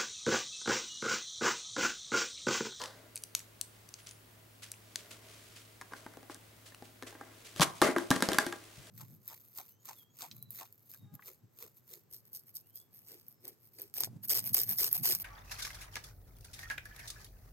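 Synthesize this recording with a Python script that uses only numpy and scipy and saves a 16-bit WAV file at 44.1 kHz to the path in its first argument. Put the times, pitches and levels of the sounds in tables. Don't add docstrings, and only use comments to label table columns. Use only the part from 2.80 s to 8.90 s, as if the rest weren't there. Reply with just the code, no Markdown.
import sys
import numpy as np
from scipy import signal
from scipy.fft import rfft, irfft
from scipy.io import wavfile
from scipy.ndimage import map_coordinates

SR = 44100
rng = np.random.default_rng(int(sys.argv[2]) if len(sys.argv) > 2 else 0)


def dump(signal):
    limited = np.clip(np.atleast_2d(signal).T, -1, 1)
    pcm = np.round(limited * 32767).astype(np.int16)
    wavfile.write(sys.argv[1], SR, pcm)


def how_loud(loudness_db):
    steps = np.asarray(loudness_db, float) / 20
    return 10 ** steps


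N = 269010

# f/Hz, relative level/dB per Hz
HISS_COLOUR = [(15, -17.5), (30, -14.5), (60, -12), (110, -11), (250, -10.5), (600, -15), (2150, -19),
               (3000, -20.5), (6000, -25), (15800, -23.5)]
# f/Hz, correlation
HISS_LIKENESS = [(60, 1), (150, 0.89), (380, 0.17), (950, -0.14), (2380, -0.029), (5980, 0.31),
                 (15000, 0.69)]
# f/Hz, mean level/dB (rms)
MOTOR_HUM = (107.7, -63.5)
# f/Hz, level/dB (rms)
HIGH_WHINE = (15735, -77)
# f/Hz, t60/s
ROOM_DECAY = [(150, 0.33), (600, 0.6), (2000, 0.24), (6000, 0.22), (14000, 0.31)]
# f/Hz, relative level/dB per Hz
SHUFFLE_COLOUR = [(120, -41), (200, -8.5), (427, -11.5), (485, 0), (721, -11), (1050, -1), (1220, -8),
                  (1810, -6.5), (2550, -28), (3010, -13), (4240, -9), (15000, -31)]
# starting level/dB, hold/s, t60/s
SETTLE_FADE = (-41.5, 0.042, 0.36)
# t/s where loudest, level/dB there, f/Hz there, glide/Hz per s
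SCREW_SQUEAKS = [(1.242, -62, 9560, -1500), (1.312, -59, 9850, 2000), (2.245, -67, 13450, 9000),
                 (2.285, -65, 13050, -13000)]
# t/s, dull level/dB, bright level/dB (both before the crest allowance)
SLEEVE_RUSTLE = [(0.2, -55.5, -59.5), (0.4, -64, -68), (0.94, -67, -61.5), (1.36, -67.5, -63),
                 (1.59, -66, -67), (1.82, -73.5, -64), (2.22, -58, -55), (2.37, -59.5, -59.5),
                 (2.51, -58.5, -50), (2.82, -65.5, -57), (3.06, -62.5, -61), (3.21, -60, -55.5),
                 (3.38, -57.5, -63), (3.67, -64.5, -60), (4.27, -65, -63), (4.41, -52, -59),
                 (4.64, -60.5, -55), (4.7, -60.5, -52)]
# t/s, level/dB (before the crest allowance), dull part over bright/dB
RUB_STROKES = [(.5614, -44, -28), (1.1794, -46.5, -24), (1.2614, -42.5, -25), (1.82, -37.5, -34),
               (2.175, -43, -17), (2.305, -39, -13), (2.758, -42, -14), (3.116, -50, 6),
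               (3.1562, -44, -31.5), (3.501, -42.5, -4.5), (3.854, -42.5, -18), (4.0394, -50, -11),
               (4.2623, -39, -4), (4.6464, -40, -15), (4.767, -35.5, -8), (4.84, -33, 1.5),
               (4.9494, -43, -23), (5.0277, -23, 5), (5.06, -32, 13.5), (5.163, -38, 3)]
# t/s, level/dB (as above), dull part over bright/dB, hold/s, t60/s
CLIP_RIP = (4.806, -18, -6.5, 0.027, 0.045)
# f/Hz, relative level/dB per Hz
GRIT_COLOUR = [(710, -20), (1200, -9.5), (2590, -5), (3140, -4.5), (4150, -6), (9270, -9), (12000, -14),
               (15500, -24)]
# f/Hz, relative level/dB per Hz
DRAG_COLOUR = [(100, -50), (200, -3.5), (330, 5), (800, -8.5), (1600, -6.5), (3000, -21.5), (6000, -45)]
# t/s, level/dB before the tick-ring mix, f/Hz of the hardest-struck ring,
# low part of the burst/dB, top part of the burst/dB
STEEL_TICKS = [(0.0164, -23, 4530, -16, -30), (0.038, -25, 4430, -17, -30), (0.0576, -26.5, 4430, -7, -42),
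               (0.3514, -41, 4510, -22, -5), (0.3574, -19, 10000, -20, 2), (0.3657, -27, 9000, -13, -16),
               (0.3756, -26, 7520, -28, -18), (0.4224, -38, 9430, -11, 2),
               (0.4367, -20.5, 10300, -22.5, -10.5), (0.55, -9.5, 6860, -17, -10.5),
               (0.592, -28, 5300, -34.5, -23), (0.6025, -33.5, 6900, -6, -17),
               (0.8123, -13.5, 6300, -25, -15), (1.0893, -35.5, 6550, -27, -13),
               (1.1399, -25, 6400, -27.5, -29), (1.27, -30, 4220, -26, -32), (1.2905, -33, 6240, -26, -24),
               (1.3105, -30.5, 6200, -29, -23), (1.917, -22, 10000, -18, -8),
               (1.9394, -38.5, 5590, 19, -23), (2.1577, -14.5, 5670, -14, -21),
               (2.544, -42, 3910, -15, -19), (3.5449, -30.5, 9100, -22, -11), (3.9463, -34.5, 5100, 10, -1)]
# f/Hz, level/dB before scatter, undamped t60/s
STEEL_MODES = [(2614, -0.5, 0.015), (3056, -19, 0.028), (4630, 4, 0.013), (5910, -0.5, 0.036),
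               (6504, 5, 0.014), (7410, -14.5, .014), (8240, 0.5, 0.037), (9410, 12, 0.0061),
               (10300, 9, 0.0049), (11490, -27, 0.0033), (14040, -48, 0.0053)]
# ring f/Hz, mean left over right/dB
TICK_PAN = [(6500, 3.6), (10000, 0.4)]
# t/s, level/dB before attack and pan, f/Hz, t60/s
DESK_THUMPS = [(4.796, -15.5, 212, 0.029), (4.802, -17, 150, 0.053), (5.018, -38, 200, 0.097),
               (5.306, -11.5, 137, 0.033), (5.487, -25.5, 204, 0.06), (5.979, -36, 126, 0.037),
               (5.995, -36, 126, 0.037)]
# t/s, snap peak level/dB before pan, clack over snap/dB, thud over snap/dB, clack f/Hz
PLATE_BLOWS = [(3.0128, -35, 3, -15.5, 1990), (3.0194, -39, 2.5, -15, 1300), (3.1117, -57, 6, -6, 1220),
               (3.1207, -50.5, 12, 7.5, 1230), (3.1348, -39, 8.5, -1.5, 1360),
               (3.2638, -44.5, 10, 9.5, 847), (3.337, -47, 0.6, -8, 1400), (3.3705, -42, -1.5, 0.6, 840),
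               (3.4293, -46, 1.5, -1.5, 800), (3.4974, -42.5, 7.5, 1.5, 775), (3.5525, -50, 4, -13, 1610),
               (3.9212, -52, 3, -2, 1770), (4.0234, -42.5, -0.6, 3, 820), (4.2244, -31.5, -3, -9.5, 2100),
               (4.2323, -36, -7, -3.5, 1940), (4.3256, -48.5, 6, -4, 789), (4.3508, -52.5, 11, 4, 791),
               (4.4107, -46, 12, 5, 800), (4.7617, -32, -10, -8, 1210), (4.7707, -35.5, -16, -7, 1710),
               (4.7969, -17.5, -5, -4, 1100), (4.808, -12, -12, -19, 1140), (4.8177, -12.5, 1.5, -38, 1100),
               (4.8285, -14, -0.6, -38, 1150), (4.844, -25, -8, -30, 1610), (5.0165, -9, -1.5, -8.5, 1400),
               (5.0226, -16, 2.5, 1.5, 1130), (5.0467, -30, 8, 9, 762), (5.066, -38, 12, 15, 762),
               (5.088, -40, 12, 15, 980), (5.1626, -32, 12.5, 11.5, 1180), (5.1832, -21, -0.6, -11, 1500),
               (5.3048, -10.5, -19, -8, 929), (5.3121, -14, 0.6, -5.5, 1610),
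               (5.3623, -22.5, -0.6, -4.5, 1300), (5.4053, -26, -4.5, -6, 1310),
               (5.4234, -11.5, -3, -10, 1610), (5.488, -13.5, -9, -5, 830), (5.5179, -21, -1.5, -5, 1390),
               (5.5318, -16, -12, -11, 1610), (5.5448, -26, -1.5, -5, 1430),
               (5.5847, -11.5, -0.6, -14.5, 1610), (5.665, -22.5, -6, -7.5, 1750),
               (5.7252, -27.5, -0.6, -13, 1650), (5.7575, -41.5, -6, -4, 880),
               (6.0702, -39, -15, -19, 1680)]
# f/Hz, relative level/dB
SNAP_COLOUR = [(1200, -49), (2500, -7.5), (3200, 2.5), (5000, 0.5), (8300, -3.5), (12000, -6.5),
               (16000, -21)]
# f/Hz, level/dB before scatter, undamped t60/s
PLATE_MODES = [(145.5, -6.5, 0.2), (184, -6, 0.15), (265, -4, 0.24), (317, -9, 0.22), (342.4, -14.5, 0.45),
               (355, -6.5, 0.2), (440, -3, 0.088), (520, -16, 0.18), (641, 6, 0.037), (826, -7, 0.098),
               (984, -4, 0.042), (1094, -5, 0.045), (1185, -3.5, 0.043), (1400, -2, 0.027),
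               (1610, -3, 0.067), (1800, -10, 0.093), (2050, 3.5, 0.011)]
# from t/s, central thud f/Hz, its spread/octaves,
# lowest free mode f/Hz, share of undamped t60 in the middle modes, the same in the low modes
PLATE_STAGES = [(0, 520, 0.3, 250, 0.5, 0.27), (4.7, 200, 0.1, 100, 0.4, 0.4),
                (5.0, 340, 0.06, 160, 0.55, 0.46), (5.25, 360, 0.35, 160, 0.68, 0.33)]
# f/Hz, level/dB
MICROPHONE_RESPONSE = [(15, -4), (50, -1.5), (110, -1.5), (200, -1), (15800, -3), (16100, -29), (17500, -37)]

LANDS_S = 5.0
MIDDLE_FROM_HZ = 700
RUB_RISE_S, RUB_T60_S = 0.006, 0.24
RATTLE_DB, RATTLE_DULL_DB, RATTLE_T60_S = -19, 2.5, 0.3
SQUEAK_SWELL, SQUEAK_FADE = 250, 170
PLATE_PAN_DB, PLATE_WANDER_DB, BASS_LEFT_DB, TOOL_WANDER_DB = 0.4, 0.9, 3.8, 0.8


def unit(x):
    return x / np.sqrt(np.mean(x ** 2) + 1e-20)


def along(points, hz):
    f, v = np.transpose(points)
    return np.interp(np.log(hz + 1), np.log(f + 1), v)


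def wobble(rate):
    knots = rng.standard_normal(int(N * rate / SR) + 4)
    return map_coordinates(knots, [np.arange(N) * rate / SR])


def rush(spectrum, alike, grain_db=0, grain_rate=300):
    hz = np.fft.rfftfreq(N, 1 / SR)
    turn = np.arccos(np.clip(along(alike, hz), -1, 1)) / 2
    pair = rng.standard_normal((2, N)) * how_loud(grain_db * wobble(grain_rate))
    coloured = rfft(pair) * how_loud(along(spectrum, hz))
    mid, side = irfft(coloured * [np.cos(turn), np.sin(turn)], N)
    return unit(np.array([mid + side, mid - side]))


def crack(spectrum, t60, attack):
    t = np.arange(SR // 5) / SR
    hz = np.fft.rfftfreq(len(t), 1 / SR)
    noise = irfft(rfft(rng.standard_normal(len(t))) * how_loud(along(spectrum, hz)), len(t))
    sound = noise * how_loud(-60 * t / t60) * (1 - np.exp(-t / attack))
    return sound / np.abs(sound).max()


def ring(modes, lead_hz, lead_db, scatter_db, detune, attack, damping=1):
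    hz, db, t60 = np.transpose(modes)[:, :, None]
    t = np.arange(SR // 5) / SR
    level, pitch, sign = rng.standard_normal((3, len(modes), 1))
    db = db + scatter_db * level + lead_db * np.exp(-(np.log(hz / lead_hz) / 0.15) ** 2)
    decay = how_loud(db - 60 * t / (t60 * damping))
    waves = np.sign(sign) * decay * np.sin(2 * np.pi * hz * (1 + detune * pitch) * t)
    sound = waves.sum(0) * (1 - np.exp(-t / attack))
    return sound / np.abs(sound).max()


def add(out, s, sound, pan_db):
    at = max(round(s * SR), 0)
    out[:, at:at + len(sound)] += sound * how_loud([[pan_db / 2], [-pan_db / 2]])


def hiss():
    return how_loud(-58.5) * rush(HISS_COLOUR, HISS_LIKENESS)


def motor_hum():
    hz, db = MOTOR_HUM
    t = np.arange(N) / SR
    level = np.sqrt(2) * how_loud(db + 1.2 * wobble(11))
    return level * np.sin(2 * np.pi * hz * t + 0.5 * wobble(6)) * how_loud([[0.6], [-0.6]])


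def whine():
    hz, db = HIGH_WHINE
    t = np.arange(N) / SR
    return np.sqrt(2) * how_loud(db) * np.sin(2 * np.pi * hz * t + 0.67 * wobble(4))


def room(x):
    out, step = np.zeros((2, N + SR)), SR // 8
    delay = 300
    for at in range(0, N, step):
        hz, t, z = signal.stft(rng.standard_normal((2, SR // 2)), SR, nperseg=256)
        decay = how_loud(-60 * t / along(ROOM_DECAY, hz)[:, None])
        tail = signal.istft(z * decay, SR, nperseg=256)[1][:, :SR // 2]
        tail = tail + 0.12 * tail[::-1]
        tail = tail / np.linalg.norm(tail[0])
        echo = signal.fftconvolve(x[None, at:at + step], tail, axes=1)
        out[:, at + delay:at + delay + echo.shape[1]] += echo
    return out[:, :N]


def settling():
    db, hold, t60 = SETTLE_FADE
    age = np.clip(np.arange(N) / SR - hold, 0, None)
    return how_loud(db - 60 * age / t60) * rush(SHUFFLE_COLOUR, [(1000, 0.91)], grain_db=1, grain_rate=160)


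def squeak():
    t, out = np.arange(N) / SR, 0
    for s, db, hz, glide in SCREW_SQUEAKS:
        age = t - s
        phase = 2 * np.pi * (hz * age + glide * age ** 2 / 2) + 1.6 * wobble(550)
        level_db = db + np.minimum(SQUEAK_SWELL * age, -SQUEAK_FADE * age)
        out = out + how_loud(level_db + 2.7 * wobble(61)) * np.sin(phase)
    return out


def through_plate(x, blur, direct):
    f = np.fft.rfftfreq(N, 1 / SR)
    response = direct
    for hz, db, t60 in PLATE_MODES:
        width = blur * np.log(1000) / (np.pi * t60)
        response = response + how_loud(db) * 1j * f * width / (hz * hz - f * f + 1j * f * width)
    return unit(irfft(rfft(x) * response, N))


def rubbing():
    t = np.arange(N) / SR
    s, dull_db, bright_db = np.transpose(SLEEVE_RUSTLE)
    dull, bright = how_loud(np.interp(t, s, dull_db)), how_loud(np.interp(t, s, bright_db))
    rubs = [(*row, 0, RUB_T60_S) for row in RUB_STROKES]
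    rattles = [(s, db + RATTLE_DB, RATTLE_DULL_DB, 0, RATTLE_T60_S)
               for s, db, *_ in PLATE_BLOWS if s > LANDS_S]
    for start, db, drag_db, hold, t60 in rubs + rattles + [CLIP_RIP]:
        age = np.clip(t - start, 0, None)
        fade = how_loud(db - 60 * np.clip(age - hold, 0, None) / t60)
        stroke = fade * (1 - np.exp(-age / RUB_RISE_S))
        bright = np.hypot(bright, stroke)
        dull = np.hypot(dull, how_loud(drag_db) * stroke)
    grit = rush(GRIT_COLOUR, [(1000, 0.47)], grain_db=1.9, grain_rate=250)
    push = rush(DRAG_COLOUR, [(300, 0.9)], grain_db=1.5, grain_rate=90)
    drag = through_plate(push, blur=1.3, direct=0.3)
    crest = 1.62
    return (bright * grit + dull * drag * how_loud([[1.5], [-1.5]])) / crest


def screwdriver():
    out = np.zeros((2, N + SR))
    for s, db, lead_hz, low_db, top_db in STEEL_TICKS:
        colour = [(300, low_db - 36), (900, low_db - 14.5), (2600, low_db),
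                  (5500, -12), (10500, top_db), (16000, top_db - 15)]
        tick = crack(colour, t60=0.0065, attack=0.0007)
        steel = ring(STEEL_MODES, lead_hz, lead_db=7, scatter_db=3, detune=0.03, attack=0.0004, damping=0.55)
        pan_db = rng.normal(along(TICK_PAN, lead_hz), TOOL_WANDER_DB)
        add(out, s, how_loud(db) * (0.72 * tick + 0.36 * steel), pan_db)
    return out[:, :N]


def desk():
    out, t = np.zeros((2, N + SR)), np.arange(SR // 5) / SR
    for s, db, hz, t60 in DESK_THUMPS:
        swing = how_loud(db - 60 * t / t60) * np.sin(2 * np.pi * hz * t)
        add(out, s, swing * (1 - np.exp(-t / 0.0042)), 6)
    return out[:, :N]


def plate():
    out = np.zeros((2, N + SR))
    middle = [m for m in PLATE_MODES if m[0] > MIDDLE_FROM_HZ]
    for s, db, clack_db, thud_db, clack_hz in PLATE_BLOWS:
        stage = [row for row in PLATE_STAGES if row[0] <= s][-1]
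        _, centre_hz, spread, lowest_hz, free, free_low = stage
        low = [m for m in PLATE_MODES if lowest_hz < m[0] < MIDDLE_FROM_HZ]
        thud_hz = centre_hz * 2 ** rng.normal(0, spread)
        pan_db = rng.normal(PLATE_PAN_DB, PLATE_WANDER_DB)
        snap = crack(SNAP_COLOUR, t60=0.011, attack=0.00016)
        clack = ring(middle, clack_hz, lead_db=8, scatter_db=3, detune=0.015, attack=0.0005, damping=free)
        thud = ring(low, thud_hz, lead_db=10, scatter_db=3, detune=0.012, attack=0.0008, damping=free_low)
        add(out, s, how_loud(db) * (snap + how_loud(clack_db) * clack), pan_db)
        add(out, s, how_loud(db + thud_db) * thud, pan_db + BASS_LEFT_DB)
    return out[:, :N]


def scene():
    background = hiss() + motor_hum() + whine()
    ticks = screwdriver()
    knocks = desk() + plate()
    echo = room(how_loud(-12.5) * ticks.mean(0) + how_loud(-10.5) * knocks.mean(0))
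    return background + echo + settling() + squeak() + rubbing() + ticks + knocks


def roll_off(x):
    return signal.sosfilt(signal.butter(12, 16990, fs=SR, output="sos"), x)


def record(dry):
    hz = np.fft.rfftfreq(N, 1 / SR)
    heard = irfft(rfft(dry) * how_loud(along(MICROPHONE_RESPONSE, hz)), N)
    return roll_off(heard)


dry = scene()
out = record(dry)
dump(out)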